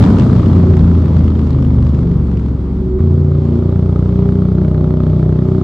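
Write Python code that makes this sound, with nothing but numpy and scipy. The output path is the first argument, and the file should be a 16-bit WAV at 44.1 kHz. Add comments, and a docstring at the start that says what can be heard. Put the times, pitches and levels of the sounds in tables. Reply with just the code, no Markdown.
"""A three-cylinder motorcycle with an open exhaust, heard from the saddle inside a road tunnel.
It first coasts with falling revs and pops in the pipe; at three seconds the revs jump up and a steady pull begins.
The note is a sum of tones locked to the engine cycle, one cylinder louder; cracks and pops are puffs of noise.
All along, blurred firings make the tunnel roar and filtered noise the hiss; the recorder clips the peaks."""
import sys
import numpy as np
from scipy import signal
from scipy.fft import rfft, irfft, next_fast_len
from scipy.io import wavfile
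from scipy.ndimage import uniform_filter1d

SR = 44100
rng = np.random.default_rng(int(sys.argv[2]) if len(sys.argv) > 2 else 0)


def unload_wav(signal):
    """Save mono or channel-first audio to the path in sys.argv[1] as 16-bit WAV at rate SR, clipped to [-1, 1]."""
    wavfile.write(
        sys.argv[1],
        SR,
        np.round(np.clip(np.atleast_2d(signal).T, -1, 1) * 32767).astype(np.int16),
    )


N = 248283
MID_HZ = 28  # engine cycles per second at which the level laws are stated


def undb(db):
    """dB to gain."""
    return 10 ** (np.asarray(db) / 20)


def level(x, db):
    """Scale to an rms level."""
    return x * undb(db) / np.sqrt(np.mean(x ** 2))


def colour(x, points):
    """Shape a spectrum by (Hz, dB) points, straight lines over log frequency."""
    hz, db = np.transpose(points)
    size = next_fast_len(N)
    f = np.arange(size // 2 + 1) * SR / size + 1
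    gain = undb(np.interp(np.log(f), np.log(hz), db))
    return irfft(rfft(x, size) * gain, size)[:N]


def ring(x, hz, width):
    """One resonance, gain 1 at the centre, width in Hz."""
    return signal.lfilter(*signal.iirpeak(hz, hz / width, fs=SR), x)


def noise():
    """White noise of unit rms."""
    return rng.standard_normal(N)


def walk(rate):
    """Random levels held 1 / rate s and slewed twice; spread near 1."""
    hold = int(SR / rate)
    steps = np.repeat(rng.standard_normal(N // hold + 1), hold)
    return 4 / 3 * uniform_filter1d(uniform_filter1d(steps, hold), hold)[:N]


def play(rows):
    """Columns of a curve table, one value a sample."""
    s, *columns = np.transpose(rows)
    return [np.interp(np.arange(N) / SR, s, c) for c in columns]


def follow(law, hz, throttle):
    """Level in dB of a layer at these revs, blended between throttle shut and open."""
    (shut_db, shut_slope), (open_db, open_slope) = law
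    coasting_db = shut_db + shut_slope * (hz - MID_HZ)
    pulling_db = open_db + open_slope * (hz - MID_HZ)
    return (1 - throttle) * coasting_db + throttle * pulling_db


def beats(turns, scatter_db, jitter_s):
    """A pulse at each whole turn, with its own size and a slip in time."""
    at = np.flatnonzero(np.diff(np.floor(turns)) > 0)
    slip, size = rng.standard_normal((2, len(at)))
    at = at + (jitter_s * SR * slip).astype(int)
    out = np.zeros(N)
    np.add.at(out, np.clip(at, 0, N - 1), undb(scatter_db * size))
    return out


def burst(pulses, decay_s):
    """Envelope that jumps at each pulse and dies away exponentially."""
    return signal.lfilter([1], [1, -np.exp(-1 / (decay_s * SR))], pulses)


def puff(pulses, click_db, rise_s):
    """A dull thump inside a rounded puff of gas noise; click_db sets the thump against the noise."""
    dull = signal.butter(2, 1500, fs=SR, output="sos")
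    thump = signal.sosfilt(dull, np.roll(pulses, int(rise_s * SR)))
    swell = burst(burst(pulses, rise_s), rise_s) * np.e / (rise_s * SR)  # peak 1 per unit pulse
    return undb(click_db) * thump + swell * noise()


# The coast in the tunnel. Each row: time in seconds, engine cycles in Hz, even firing in dB.
COAST = [(0, 31.77, -12.5), (.2, 31.05, -16.5), (.5, 29.56, -10.5), (.75, 28.57, -10.5), (1, 27.79, -8.5),
         (1.07, 27.45, -17), (1.17, 27.04, -8), (1.5, 25.9, -14), (1.92, 24.39, -12), (2.06, 23.8, -16.5),
         (2.17, 23.66, -17), (2.27, 23.05, -14), (2.6, 22.4, -18), (2.98, 21.87, -15.5)]
# The pull under throttle. Each row: time in seconds, engine cycles in Hz, even firing in dB,
# then the level in dB of multiples 2, 4, 5, 6, 8, 12 and 13 of the cycle, which open_tones() plays.
PULL = [(3.0, 28.69, -10.5, -23, -25.5, -19, -22, -20, -33, -24),
        (3.1, 28.86, -10.5, -25.5, -21.5, -17, -24.5, -19.5, -33.5, -25),
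        (3.351, 29.1, -14, -25.5, -25, -12.5, -29.5, -27, -41.5, -26),
        (3.55, 29.47, -15, -23, -22, -18, -26.5, -17, -22, -31.5),
        (3.75, 29.75, -13.5, -22.5, -19, -19, -25, -26, -33, -25.5),
        (3.941, 30.14, -16, -17, -20.5, -18.5, -20, -29.5, -37, -29),
        (4.221, 30.38, -16, -18, -18, -18, -16.5, -23.5, -42.5, -22.5),
        (4.4, 30.54, -15.5, -22, -20.5, -17.5, -15.5, -24.5, -41, -24),
        (4.6, 30.87, -17.5, -19, -24, -16, -15, -31.5, -25, -35),
        (4.8, 30.94, -18, -18, -24, -14, -27, -25, -27, -47.5),
        (5.04, 31.3, -19, -17.5, -22, -14.5, -22, -21.5, -25, -43),
        (5.122, 31.07, -11.5, -17, -26.5, -12, -27, -27, -31, -40.5),
        (5.179, 31.0, -20, -20.5, -16.5, -14, -18.5, -30, -28.5, -43.5),
        (5.3, 31.07, -13, -18.5, -22.5, -12, -26, -30, -26.5, -31),
        (5.42, 31.2, -22, -20, -14.5, -16, -20, -24.5, -25.5, -33),
        (5.52, 31.3, -14.5, -22, -16, -18.5, -20, -24.5, -22, -31),
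        (5.63, 31.09, -16.5, -24, -19.5, -18.5, -21.5, -23.5, -21.5, -44)]
START_TURNS, PULL_JUMP_TURNS = .73, .72  # place in the engine cycle at the start, and its jump as the pull begins
SPUTTER_ENDS_S, SPUTTER_FADE_S = 2.5, .12  # the pipe goes quiet once it runs out of fuel


def ride():
    """Revs, cycle position, even firing level, throttle (0 to 1) and fuel left in the pipe (1 to 0)."""
    hz, even_db = play(COAST + [row[:3] for row in PULL])
    throttle, = play([(COAST[-1][0], 0), (PULL[0][0], 1)])
    turns = np.cumsum(hz) / SR + START_TURNS + PULL_JUMP_TURNS * (throttle > .5)
    t = np.arange(N) / SR
    fuel = 1 / (1 + np.exp((t - SPUTTER_ENDS_S) / SPUTTER_FADE_S))
    return hz, turns, even_db, throttle, fuel


# Steady air in the top octaves. Each row: frequency in Hz, relative level in dB per Hz.
AIR = [(5000, -10.5), (8000, 4), (12000, -5.5), (16000, -9.5)]
AIR_DB = -77.5


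def air():
    """Steady noise shaped to the treble, far weaker at 2 kHz and below."""
    return level(colour(noise(), [(2000, -60.0)] + AIR), AIR_DB)


# Colour of the road and air hiss. Each row: frequency in Hz, relative level in dB per Hz.
HISS = [(290, -38), (500, -7), (604, -24), (750, -6), (1230, -11.5), (1720, -38), (2040, -24),
        (2690, -28.5), (3250, -26.5), (4660, -31), (7420, -41), (15100, -66), (16000, -78.5)]
# Its level, one row for throttle shut, one for open. Each row: level in dB at MID_HZ, slope in dB per Hz of revs.
HISS_LAW = [(-39.5, 0.94), (-42, 0.2)]
DRY_HISS_DB = -1  # change once the pipe is out of fuel


def hiss(hz, throttle, fuel):
    """Tyres and air: octave bands of noise that swell together and flicker alone."""
    swell = walk(3)
    bands = 0
    for centre_hz in 500 * 2. ** np.arange(6):
        flicker_db = 1.1 * swell + 1.2 * walk(14)
        bands = bands + ring(noise(), centre_hz, centre_hz * .7) * undb(flicker_db)
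    dry_db = DRY_HISS_DB * (1.5 - np.maximum(fuel, throttle))
    return level(colour(bands, HISS), 0) * undb(follow(HISS_LAW, hz, throttle) + dry_db)


# Colour of the tunnel roar. Each row: frequency in Hz, relative level in dB per Hz.
ROAR = [(20, -31), (35, -22), (60, -3), (100, 1), (170, 1), (250, -4), (320, -9.5), (390, -11.5),
        (490, -21), (620, -21), (750, -33.5), (1200, -33), (2000, -45), (4000, -95)]
# The roar thins in the bass under throttle. Each row: frequency in Hz, gain in dB.
ROAR_OPEN = [(60, -4), (200, -4), (300, 0), (450, 2), (560, 0), (700, -2)]
# Its level, one row for throttle shut, one for open. Each row: level in dB at MID_HZ, slope in dB per Hz of revs.
ROAR_LAW = [(-15, 0.77), (-18, 0.074)]
TUNNEL_T60_S = 2.88  # decay rate of the echo tail, which is cut off after one second


def tunnel(hz, turns, throttle):
    """Many late returns of the exhaust, loosely timed, blur into a roar."""
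    blurred = beats(3 * turns, scatter_db=4.0, jitter_s=.003)
    tail = rng.standard_normal(SR) * np.exp(-np.log(1000) * np.arange(SR) / SR / TUNNEL_T60_S)
    # firings played twice, second pass kept: the tunnel is already roaring at the start
    returns = signal.fftconvolve(np.tile(blurred, 2), tail)[N:2 * N]
    roar = level(colour(returns, ROAR), 0)
    roar = (1 - throttle) * roar + throttle * colour(roar, ROAR_OPEN)
    return roar * undb(follow(ROAR_LAW, hz, throttle))


# Peak level of the steady tone, before a random waver. Each row: time in seconds, level in dB.
WHINE = [(0, -33), (.3, -31), (.7, -21.5), (1, -32), (2.3, -44), (2.7, -30.5), (2.9, -23.5), (2.97, -15.5),
         (3.05, -42), (5.63, -55)]
WHINE_HZ = 371.7  # perhaps the tread or the gears


def whine():
    """One sine whose pitch strays by about a hertz and whose level wavers."""
    phase = 2 * np.pi * np.cumsum(WHINE_HZ + walk(3)) / SR
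    return undb(play(WHINE)[0] + 2 * walk(6)) * np.sin(phase)


# Pops and once-a-cycle cracks of the coasting exhaust, loud and faint.
# Each row: time in seconds, level in dB before POP_TRIM_DB.
POPS = [(0.0247, -18), (0.0374, -17.5), (0.1016, -25), (0.184, -21.5), (0.196, -19), (0.3281, -29.5),
        (0.3599, -29.5), (0.3929, -30.5), (0.4593, -27), (0.5281, -32), (0.5617, -36), (0.63, -34.5),
        (0.6646, -38.5), (0.7002, -37.5), (0.734, -37), (0.7672, -25), (0.805, -34), (0.8403, -36),
        (0.8748, -38), (0.9102, -37.5), (0.9476, -35), (0.9822, -38.5), (1.019, -36.5), (1.0559, -28),
        (1.1297, -41), (1.1659, -28.5), (1.24, -35), (1.278, -30.5), (1.3523, -34), (1.3907, -29.5),
        (1.4689, -36), (1.505, -27.5), (1.5856, -37), (1.6236, -27.5), (1.7036, -38), (1.7413, -38),
        (1.8241, -37), (1.8656, -29), (1.9466, -32.5), (1.989, -34.5), (2.073, -40.5), (2.1131, -36),
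        (2.2692, -41), (2.3135, -36.5), (2.371, -31), (2.4602, -34), (2.9931, -43)]
# Colour of the pops. Each row: frequency in Hz, relative level in dB per Hz.
POP = [(400, -3), (1000, 5), (1900, -6), (3400, -9.5), (5000, -15), (7500, -25), (11000, -40), (15000, -52)]
POP_DELAY_S, POP_TRIM_DB = .001, -1.5
SPUTTER_DB = -46  # small pops, before POP_TRIM_DB
ECHO_S, ECHO_DB = .024, -5  # each pop comes back once from the tunnel wall
WASH_S, WASH_DB = .03, -27  # and trails off in a short wash


def pops(turns, fuel):
    """Small chance pops while fuel lasts, and the listed ones, each a puff of gas with one wall echo."""
    s, pop_db = np.transpose(POPS)
    pulses = fuel * undb(SPUTTER_DB) * beats(3 * turns, scatter_db=3.0, jitter_s=0.004)
    pulses[((s + POP_DELAY_S) * SR).astype(int)] = undb(pop_db)
    pulses = pulses + undb(ECHO_DB) * np.roll(pulses, int(ECHO_S * SR))
    wash = undb(WASH_DB) * burst(pulses, WASH_S) * noise()
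    bangs = colour(puff(pulses, click_db=17, rise_s=.0008) + wash, POP)
    return undb(POP_TRIM_DB) * bangs / np.std(colour(noise(), POP))


# Colour of the exhaust crack. Each row: frequency in Hz, relative level in dB per Hz.
CRACK = [(400, -20), (800, 2), (1250, 1), (1900, -8), (2700, -15.5), (3400, -11.5), (5000, -22.5),
         (8000, -38), (14000, -63.5)]
# Its level under throttle. Each row: time in seconds, level in dB.
CRACK_PULL = [(3, -52), (3.5, -47.5), (3.9, -43.5), (4.4, -44), (4.75, -41), (5.1, -43), (5.63, -46)]
CRACK_COAST_DB, CRACK_COAST_SLOPE = -42.5, 1.4  # coasting, fuel left: dB at MID_HZ, dB per Hz of revs
CRACK_TURNS, PULL_CRACK_TURNS = -.02, .04  # crack's lead in the cycle, and the extra lead under throttle


def cracks(hz, turns, throttle, fuel):
    """Gas leaving the pipe once a cycle as a sharp puff, with a ring at 1250 Hz, and the pops."""
    place = turns + PULL_CRACK_TURNS * (throttle > .5) + CRACK_TURNS
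    coast_db = CRACK_COAST_DB + CRACK_COAST_SLOPE * (hz - MID_HZ) + 20 * np.log10(fuel)
    crack_db = np.where(throttle > .5, play(CRACK_PULL)[0], coast_db)
    edge = colour(puff(beats(place, scatter_db=1.0, jitter_s=.0003), click_db=21.5, rise_s=.0014), CRACK)
    edge = level(edge + undb(1.5) * ring(edge, 1250, 140), 0)
    return edge * undb(crack_db) + pops(place, fuel)


PIPE_LATE_TURNS, PIPE_EARLY_TURNS, PIPE_LAG_ORDERS = .24, .41, .9


def held(turns, order):
    """Cycle phase of one multiple under load: the lowest tones come earliest in the cycle."""
    lag = PIPE_LATE_TURNS - PIPE_EARLY_TURNS * np.exp(-(order - 2) / PIPE_LAG_ORDERS)
    return turns - lag / order


def tone(turns, order, waver_db, drift, spread=0.004, rate=6.):
    """One multiple of the cycle; passing walls make it swell and slide, and higher ones leave the pipe later."""
    lag = 0.21 + spread * order ** 2 + drift * np.sqrt(order) * walk(rate)
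    return -np.sqrt(2) * undb(waver_db * walk(rate)) * np.cos(2 * np.pi * (order * turns - lag))


# Pipe colour with the throttle shut. Each row: frequency in Hz, level in dB against the louder cylinder.
SHUT = [(25, -8.5), (170, -0.5), (205, -11), (250, -2), (290, -11), (350, -17), (400, -16.5), (460, -24.5),
        (580, -25.5), (680, -34)]
# Strong tones of the coast. Each row: time in seconds, engine cycles in Hz (not played),
# level in dB of multiples 2, 4, 5 and 6 of the cycle.
COAST_TONES = [(0.0, 32.0, -14.5, -26, -31, -24), (0.06, 31.6, -16.5, -16, -18.5, -16),
               (0.16, 31.2, -16.5, -30, -36, -24.5), (0.25, 30.7, -16.5, -13, -19.5, -22.5),
               (0.33, 30.3, -15, -11, -25.5, -19), (0.73, 28.6, -24, -25.5, -14.5, -22.5),
               (0.84, 28.3, -13, -20.5, -28, -14), (0.97, 27.8, -29, -24.5, -22, -18.5),
               (1.23, 26.8, -16, -24.5, -17.5, -17), (1.29, 26.5, -19, -31.5, -25.5, -36),
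               (1.56, 25.5, -19.5, -18.5, -13.5, -16), (1.63, 25.2, -17.5, -24, -17.5, -34),
               (1.81, 24.6, -19, -26, -15, -18), (2.3, 23.0, -28, -23.5, -22, -23.5),
               (2.8, 22.0, -25, -36.5, -36.5, -29.5), (2.98, 21.9, -18, -25, -32.5, -19.5)]


def shut_tones(turns, hz, lump_db):
    """Throttle shut: the louder cylinder's tones through a fixed pipe colour, rough and sliding."""
    pipe_hz, pipe_db = np.transpose(SHUT)
    weak = 0
    for k in (1, *range(7, 24)):
        gain = undb(np.interp(np.log(k * hz), np.log(pipe_hz), pipe_db))
        weak = weak + gain * tone(turns, k, waver_db=3.0, drift=0.08, spread=0.02047, rate=14.)
    strong = 0
    for k, db in zip((2, 4, 5, 6), play(COAST_TONES)[1:]):
        strong = strong + undb(db) * tone(turns, k, waver_db=2.5, drift=0.06, spread=0.015, rate=14.)
    return undb(lump_db) * weak + strong


# Weaker tones, throttle open. 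Each row: multiple of the cycle, level in dB against the louder cylinder.
OPEN = [(1, -9), (7, -23.5), (9, -17), (10, -13), (11, -14), (14, -17.5), (15, -33), (16, -25), (17, -23),
        (18, -26), (19, -20.5), (20, -19.5), (21, -30), (22, -28), (23, -28.5), (26, -35), (28, -29.5)]
# Extra level of those tones from multiple UPPER_FROM up. Each row: time in seconds, level in dB.
UPPER = [(3, -10), (3.3, -3), (3.8, -1), (4.8, 1), (5.63, -1.5)]
UPPER_FROM = 19


def open_tones(turns, lump_db):
    """Throttle open: the louder cylinder's tones, steadier and each at its own place in the loaded cycle."""
    upper_db, = play(UPPER)
    weak = 0
    for k, db in OPEN:
        gain = undb(db + (k >= UPPER_FROM) * upper_db)
        weak = weak + gain * tone(held(turns, k), k, waver_db=1.8, drift=0.02, rate=7.)
    strong = 0
    for k, db in zip((2, 4, 5, 6, 8, 12, 13), play(PULL)[2:]):
        strong = strong + undb(db) * tone(held(turns, k), k, waver_db=.6, drift=0.015)
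    return undb(lump_db) * weak + strong


# The louder cylinder, one row for throttle shut, one for open.
# Each row: level in dB at MID_HZ, slope in dB per Hz of revs.
LUMP_LAW = [(-20, 0.51), (-21, 0.12)]
DRY_PIPE_DB = -5.5  # it softens by this once the pipe is out of fuel
NOTE_LEAD_TURNS = .09  # the low note arrives this much ahead in the cycle
NOTE_SLIP_TURNS_PER_S, NOTE_SLIP_FROM_S = .045, 3.15  # in the pull it slips behind the crack


def engine(hz, turns, even_db, throttle, fuel):
    """Three even firings a cycle, plus the tones that the loudest cylinder adds; rougher while coasting."""
    slip_s = np.maximum(np.arange(N) / SR - NOTE_SLIP_FROM_S, 0)
    turns = turns + NOTE_LEAD_TURNS - NOTE_SLIP_TURNS_PER_S * slip_s
    lump_db = follow(LUMP_LAW, hz, throttle) + DRY_PIPE_DB * (1 - np.maximum(fuel, throttle))
    pulling = throttle > .5
    even = tone(np.where(pulling, held(turns, order=3), turns), order=3, waver_db=0.6, drift=0.023)
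    uneven = np.where(pulling, open_tones(turns, lump_db), shut_tones(turns, hz, lump_db))
    load = np.abs(2 * throttle - 1)  # the note drops out for an instant at the jump
    return load * (even * undb(even_db) + uneven)


# Side against mid, before SIDE_TRIM_DB. Each row: frequency in Hz, level in dB.
WIDTH = [(60, -39.5), (110, -15), (200, -10), (380, -8.5), (700, -6), (1290, -3), (2380, -2), (4400, -2),
         (8120, -1.5), (15000, -20.5)]
SIDE_TRIM_DB = -1.5
PORT_SHARE, PORT_LAG_S = 0.92, 0.0017  # power share of the side that is the centre sound itself, a moment later
PORT_FROM_HZ = 360  # the ports differ in time only above this
BALANCE_SHARE = 0.012  # left leans slightly louder
BLIP_DB, BLIP_S = 6.5, 0.37  # the roar and hiss of a throttle blip just before still die away


def scene():
    """Engine strongest in the centre; the sides are its late copy and a second draw of the surroundings."""
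    hz, turns, even_db, throttle, fuel = ride()
    blip = undb(BLIP_DB * np.exp(-np.arange(N) / SR / BLIP_S))

    def surroundings():
        """One draw of roar, hiss, air, cracks and pops."""
        wash = blip * (tunnel(hz, turns, throttle) + hiss(hz, throttle, fuel))
        return wash + air() + cracks(hz, turns, throttle, fuel)

    mid, other = surroundings(), surroundings()
    mid = mid + whine() + engine(hz, turns, even_db, throttle, fuel)
    above = signal.butter(2, PORT_FROM_HZ, "high", fs=SR, output="sos")
    late = signal.sosfilt(above, np.roll(mid, int(PORT_LAG_S * SR)))
    spread = np.sqrt(PORT_SHARE) * late + np.sqrt(1 - PORT_SHARE) * other
    side = undb(SIDE_TRIM_DB) * colour(spread, WIDTH) + BALANCE_SHARE * mid
    return np.array([mid + side, mid - side])


def record(dry):
    """The recorder drops the deepest bass, clips at full scale and cuts the top."""
    bass_cut = signal.butter(2, 45, "high", fs=SR, output="sos")
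    top_cut = signal.ellip(8, .2, 70, 16000, fs=SR, output="sos")
    lean = signal.sosfilt(bass_cut, dry)
    return signal.sosfilt(top_cut, np.clip(lean, -1, 1))


dry = scene()
out = record(dry)
unload_wav(out)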